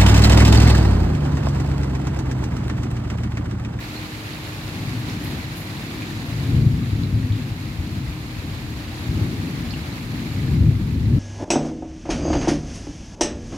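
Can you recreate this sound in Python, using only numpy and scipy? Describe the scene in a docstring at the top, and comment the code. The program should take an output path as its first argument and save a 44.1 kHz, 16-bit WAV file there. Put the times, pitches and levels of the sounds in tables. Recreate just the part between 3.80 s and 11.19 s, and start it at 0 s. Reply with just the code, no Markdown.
"""Steady rain on garden trees: countless drops merge into a wash, nearer ones patter on ringing leaves.
Close by, a few fat drips tick and spray. Distant thunder rolls and thuds, each peal from another
stretch of the bolt. A faint hum lies underneath.
Automatic gain control ducks the rain under the loud peals."""
import sys
import numpy as np
from scipy import signal
from scipy.fft import rfft, irfft
from scipy.io import wavfile
from scipy.ndimage import uniform_filter1d, minimum_filter1d

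SR = 44100
rng = np.random.default_rng(int(sys.argv[2]) if len(sys.argv) > 2 else 0)


def generate_wav(signal):
    """Clip the signal to [-1, 1] and save it as 16-bit WAV at the path in sys.argv[1]."""
    frames = np.transpose(np.atleast_2d(signal))
    scaled = np.clip(frames, -1, 1) * 32767
    pcm = np.round(scaled).astype(np.int16)
    wavfile.write(sys.argv[1], SR, pcm)


N = 325899
TIME_S = np.arange(N) / SR
BIN_HZ = np.maximum(np.fft.rfftfreq(N, 1 / SR), 1)
MIC_SPACING_M, SOUND_M_PER_S = .14, 343
PAN_SPLIT = np.array([[.5], [-.5]])  # pan = left minus right level

# rain spectrum: f/Hz, left density/dB, right density/dB
RAIN_SPECTRUM = [(100, 6, 9), (605, 0, -1.5), (800, 0, 1), (1510, -1.5, -2.5), (2330, -2.5, 0.4),
                 (3160, -7, -5), (4190, -7.5, -1.5), (4850, -9, -7.5), (5820, -13, -14.5),
                 (7080, -13.5, -11.5), (7960, -16.5, -22), (10300, -18, -18.5), (11900, -16, -14),
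                 (14600, -21.5, -24)]
# shower strength: t/s, level/dB
SHOWER_CURVE = [(0, -37.1), (.7, -36.5), (3.3, -37.5), (4.2, -37.5), (4.9, -37.0), (5.25, -35.6),
                (5.9, -36.5), (7.39, -37.5)]
# thunder peals: crest t/s, level/dB, rise/s, fade/(dB/s), boom/dB, growl/dB
THUNDER_PEALS = [(1.1, -26.5, .5, 15.5, -9, -2), (1.52, -28, 0.27, 90, 5, 2),
                 (2.15, -32, 0.43, 17, -4, 4.5), (2.82, -13, 0.43, 32, -2, -3),
                 (3.16, -19.5, .2, 11.5, -3, -2), (4.15, -26, 0.69, 11, 2, -5.5),
                 (4.62, -27.5, .25, 9, 7, 2.5), (5.34, -21.5, 0.19, 14, -1, 5),
                 (5.95, -24.5, .25, 80, 8, -2), (6.33, -26, 0.45, 19, -10, 0),
                 (6.87, -8.5, .32, 62, 0.5, -4.5), (7.3, -11.5, 0.72, 13, 4, -3)]
# thunder spectrum: f/Hz, density/dB
THUNDER_SPECTRUM = [(20, -46), (32, -29), (52, -7.5), (75, -4.5), (110, 0.5), (150, -1.5), (190, -8),
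                    (255, -6.5), (320, -14), (400, -22), (550, -35.5), (900, -53), (2000, -80)]
# distinct shock fronts in the roll: t/s, level/dB, f/Hz, ring t60/s
THUNDER_THUDS = [(2.525, -15, 127, .09), (2.764, -5, 130, 0.13), (2.867, 1.5, 141, .1),
                 (3.128, -3.5, 104.6, .08), (3.336, -4, 111, 0.42), (3.447, -8, 113, .05),
                 (3.504, -6.5, 107.2, 0.41), (3.712, -8.5, 118, 0.11), (3.988, -10, 90, 0.095),
                 (4.174, -14.5, 102, .12), (4.279, -12, 75, .09), (5.293, -6, 103, .05),
                 (5.361, -8.5, 105, 0.22), (5.42, -9, 114, .2), (5.588, -10.5, 111, .14),
                 (6.823, -2, 74, 0.14), (6.892, 1, 134, .1), (7.339, 1, 147, 0.13)]
# fat drips on the nearest leaves: t/s, level/dB, f/Hz, t60/s, pan/dB
LEAF_DRIPS = [(0.164, -26, 4220, 0.013, -11), (.57, -22, 2400, 0.0043, -1), (1.297, -21, 2060, .004, -1),
              (1.298, -22, 5400, .005, 2), (1.472, -22, 4090, .003, 1), (2.221, -20, 2390, .006, -6),
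              (2.241, -23, 2290, .005, -3), (3.013, -30, 1250, .018, 4), (3.2355, -22.5, 4020, 0.0063, -13),
              (3.523, -16, 3450, 0.0039, -2), (5.611, -21, 2590, .004, -2), (5.907, -21.5, 4290, .009, -11),
              (5.909, -24, 4880, .007, -9), (5.937, -22, 2800, .016, 0), (6.21, -26.5, 2380, .01, -2.5)]
# drops bursting into spray: t/s, level/dB, t60/s, rise/s
SPRAY_BURSTS = [(1.192, -44, .07, .001), (1.438, -40, 0.28, .001), (1.751, -39.5, .5, 0.014)]
# spray spectrum: f/Hz, density/dB
SPRAY_SPECTRUM = [(4000, -35), (8500, -8), (11000, 0), (12500, 3), (15500, -9)]
# hum tones: f/Hz, level/dB
HUM_TONES = [(102.3, -42), (306.8, -42.5), (343.5, -51)]


def rain(wash_db, patter_db, flutter_db):
    """Far wash and nearer patter rise and fall with the shower."""
    shower_db = np.interp(TIME_S, *np.transpose(SHOWER_CURVE))
    wash = coloured(diffuse_noise(), RAIN_SPECTRUM) * from_db(wash_db + flutter_db * drift(rate_hz=35))
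    leaves = patter(drops_per_s=1100, size_db=3, t60_cycles=26, spread_db=10.5, clump_db=3)
    return from_db(shower_db) * (wash + from_db(patter_db) * coloured(leaves, RAIN_SPECTRUM))


def diffuse_noise():
    """White noise from all directions: two spaced microphones agree only on long waves."""
    coherence = np.sinc(2 * BIN_HZ * MIC_SPACING_M / SOUND_M_PER_S)
    mid, side = rfft(rng.standard_normal((2, N)))
    return irfft(np.sqrt(1 + coherence) * mid + np.sqrt(1 - coherence) * side * [[1], [-1]], N)


def patter(drops_per_s, size_db, t60_cycles, spread_db, clump_db):
    """Drops of uneven size and place hit leaves; each leaf rings briefly at its own pitch."""
    leaf_hz = np.geomspace(1700, 13000, 28)
    hits_per_s = drops_per_s * from_db(clump_db * drift(rate_hz=10)) / len(leaf_hz)
    out = np.zeros((2, N))
    for hz in rng.permutation(leaf_hz):
        hits = np.flatnonzero(rng.random(N) < hits_per_s / SR)
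        hit_db = size_db * np.minimum(rng.exponential(1, len(hits)), np.e)
        place_db = rng.uniform(-spread_db, spread_db, len(hits)) * PAN_SPLIT
        clicks = np.zeros((2, N))
        clicks[:, hits] = from_db(hit_db + place_db) * rng.choice([-1, 1], place_db.shape)
        leaf = ring(clicks, hz, t60_s=t60_cycles / hz + 0.0036)
        out += np.diff(leaf, prepend=0) / np.sqrt(hz)  # too small to radiate long waves
    return out


def thunder(boom_hz, growl_hz, even_s, lumpy_db, small_thuds_db, pan_db, side_db):
    """Overlapping arrivals merge into a roll; nearer parts of the bolt growl, farther ones boom."""
    level, boom, growl = peal_gains(floor_db=-35.5)
    spectrum = rfft(coloured(rng.standard_normal((2, N)), THUNDER_SPECTRUM))
    low_band = 1 / (1 + (BIN_HZ / boom_hz) ** 8)
    high_band = 1 / (1 + (growl_hz / BIN_HZ) ** 8)
    bands = [(low_band, boom / level), (1 - low_band - high_band, 1), (high_band, growl / level)]
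    mid, side = sum(irfft(spectrum * band, N) * gain for band, gain in bands)
    mid = mid / np.sqrt(running_power(mid, even_s))
    mid += from_db(small_thuds_db) * small_thuds(thuds_per_s=14, size_db=2.5, ring_hz=107.8, t60_s=0.094)
    side = from_db(side_db) * rms_one(np.gradient(side))  # channels differ more on short waves
    roll = level * from_db(lumpy_db * drift(rate_hz=20)) * (mid + side * [[1], [-1]])
    return (roll + thuds(ring_db=3.5)) * from_db(pan_db * PAN_SPLIT)


def peal_gains(floor_db):
    """Peals swell 20 dB per rise time, then fade into far rumble; gains of roll, boom and growl."""
    powers = np.full((3, N), from_db(floor_db) ** 2)
    for crest_s, level_db, rise_s, fade_db_per_s, boom_db, growl_db in THUNDER_PEALS:
        age_s = TIME_S - crest_s
        shape_db = np.minimum(20 * age_s / rise_s, -fade_db_per_s * age_s)
        powers += from_db(level_db + shape_db) ** 2 * from_db([[0], [boom_db], [growl_db]]) ** 2
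    return np.sqrt(powers)


def thuds(ring_db):
    """Shock fronts, rounded by distance, each with a short low ring from the surroundings."""
    out = 0
    for at_s, level_db, hz, t60_s in THUNDER_THUDS:
        phase = np.clip((TIME_S - at_s) * np.pi * hz, -10, 10)  # wider front, deeper thud
        pulse = (1 - 2 * phase ** 2) * np.exp(-phase ** 2)
        front = from_db(level_db) * rng.choice([-1, 1]) * pulse
        out += 0.58 * front + from_db(ring_db) * ring(front * hz / SR, hz, t60_s)
    return out


def small_thuds(thuds_per_s, size_db, ring_hz, t60_s):
    """Weaker fronts arrive at random and excite one shared low ring; rms 1."""
    arrivals = rng.random(N) < thuds_per_s / SR
    sizes = from_db(size_db * rng.uniform(-1, 1, N)) * rng.choice([-1, 1], N)
    lowpass = signal.butter(2, 2 * ring_hz, fs=SR, output="sos")
    fronts = signal.sosfilt(lowpass, arrivals * sizes + 1e-18)
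    return rms_one(ring(fronts, ring_hz, t60_s))


def drips(contact_s, splash_db, splash_t60_s):
    """A fat drop flicks a leaf: a taut one plinks, a limp one splats; fragments land just after."""
    out, age_s = np.zeros((2, N)), TIME_S[:SR // 5]
    for at_s, level_db, hz, t60_s, pan_db in LEAF_DRIPS:
        force = rng.standard_normal((2, len(age_s))) * from_db(splash_db - 60 * age_s / splash_t60_s)
        force[:, 0] += 1  # main impact
        attack = 1 - np.exp(-age_s / contact_s)  # the leaf gives way
        plink = np.sin(2 * np.pi * hz * age_s) * from_db(-60 * age_s / t60_s) * attack
        drip = signal.fftconvolve(force, plink[None], axes=1)[:, :len(age_s)]
        start = int(at_s * SR)
        out[:, start:start + len(age_s)] += drip * from_db(level_db + pan_db * PAN_SPLIT)
    return out


def sprays():
    """A bursting drop throws a fine, quickly thinning hiss of droplets."""
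    envelope = 0
    for at_s, level_db, t60_s, rise_s in SPRAY_BURSTS:
        age_s = np.maximum(TIME_S - at_s, 0)
        envelope += from_db(level_db - 60 * age_s / t60_s) * (1 - np.exp(-age_s / rise_s))
    return envelope * coloured(rng.standard_normal((2, N)), SPRAY_SPECTRUM)


def hum(waver_rad, waver_db):
    """Faint, slightly wavering tones, as of a far motor."""
    out = 0
    for hz, level_db in HUM_TONES:
        tone = np.sin(2 * np.pi * hz * TIME_S + waver_rad * drift(rate_hz=1.5))
        out += from_db(level_db + waver_db * drift(rate_hz=2)) * rms_one(tone)
    return out


def gain_control(x, threshold_db, cut_db_per_db, hold_s, release_db_per_s, window_s):
    """Loud peals turn the gain down; it holds, then creeps back."""
    level_db = 10 * np.log10(running_power(x.mean(axis=0), window_s))
    cut_db = cut_db_per_db * np.maximum(level_db - threshold_db, 0)
    half_hold = int(hold_s * SR / 2)
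    held_db = -minimum_filter1d(-cut_db, 2 * half_hold + 1, origin=half_hold, mode="nearest")
    release_db = release_db_per_s * TIME_S
    return x * from_db(release_db - np.maximum.accumulate(held_db + release_db))


def ring(clicks, hz, t60_s):
    """Resonator: a unit click starts a decaying sine of height 1."""
    radius = from_db(-60 / (t60_s * SR))
    step_rad = 2 * np.pi * min(hz, SR / 2) / SR
    feedback = [1, -2 * radius * np.cos(step_rad), radius ** 2]
    return signal.lfilter([0, np.sin(step_rad)], feedback, clicks + 1e-18)


def coloured(x, spectrum):
    """Filter by a spectrum table (one level column, or one per side); rms 1."""
    hz, *columns_db = np.transpose(spectrum)
    gain = from_db([np.interp(np.log(BIN_HZ), np.log(hz), db) for db in columns_db])
    return rms_one(irfft(rfft(x) * gain, N))


def drift(rate_hz):
    """Slow random wander; rms 1."""
    return rms_one(irfft(rfft(rng.standard_normal(N)) / (1 + (BIN_HZ / rate_hz) ** 2) ** 2, N))


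def running_power(x, window_s):
    """Mean square, smoothed twice."""
    size = max(int(window_s * SR), 1)
    return uniform_filter1d(uniform_filter1d(x ** 2, size), size) + 1e-12


def rms_one(x):
    """Scale to unit power."""
    return x / np.sqrt(np.mean(x ** 2) + 1e-20)


def from_db(db):
    """Decibels to gain."""
    return 10 ** (np.asarray(db) / 20)


def scene():
    """Rain and drips all around, thunder and hum far off."""
    shower = rain(wash_db=2.0, patter_db=-7, flutter_db=0.64)
    near = drips(contact_s=0.00028, splash_db=-27.5, splash_t60_s=0.17) + sprays()
    storm = thunder(boom_hz=89, growl_hz=177, even_s=0.041, lumpy_db=0.9,
                    small_thuds_db=-12.5, pan_db=2.5, side_db=-21.5)
    return shower + near + storm + hum(waver_rad=0.39, waver_db=1.5)


def record(dry):
    """Gain control, 39 Hz high-pass, 4 ms end fades, 15.8 kHz low-pass."""
    ducked = gain_control(dry, threshold_db=-15.5, cut_db_per_db=0.72, hold_s=0.52,
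                          release_db_per_s=0.5, window_s=0.093)
    highpass = signal.butter(6, 39, "high", fs=SR, output="sos")
    fades = np.minimum(np.minimum(TIME_S, TIME_S[::-1]) / .004, 1)
    lowpass = signal.ellip(12, .1, 90, 15800, fs=SR, output="sos")
    return signal.sosfilt(lowpass, signal.sosfilt(highpass, ducked) * fades)


dry = scene()
out = record(dry)
generate_wav(out)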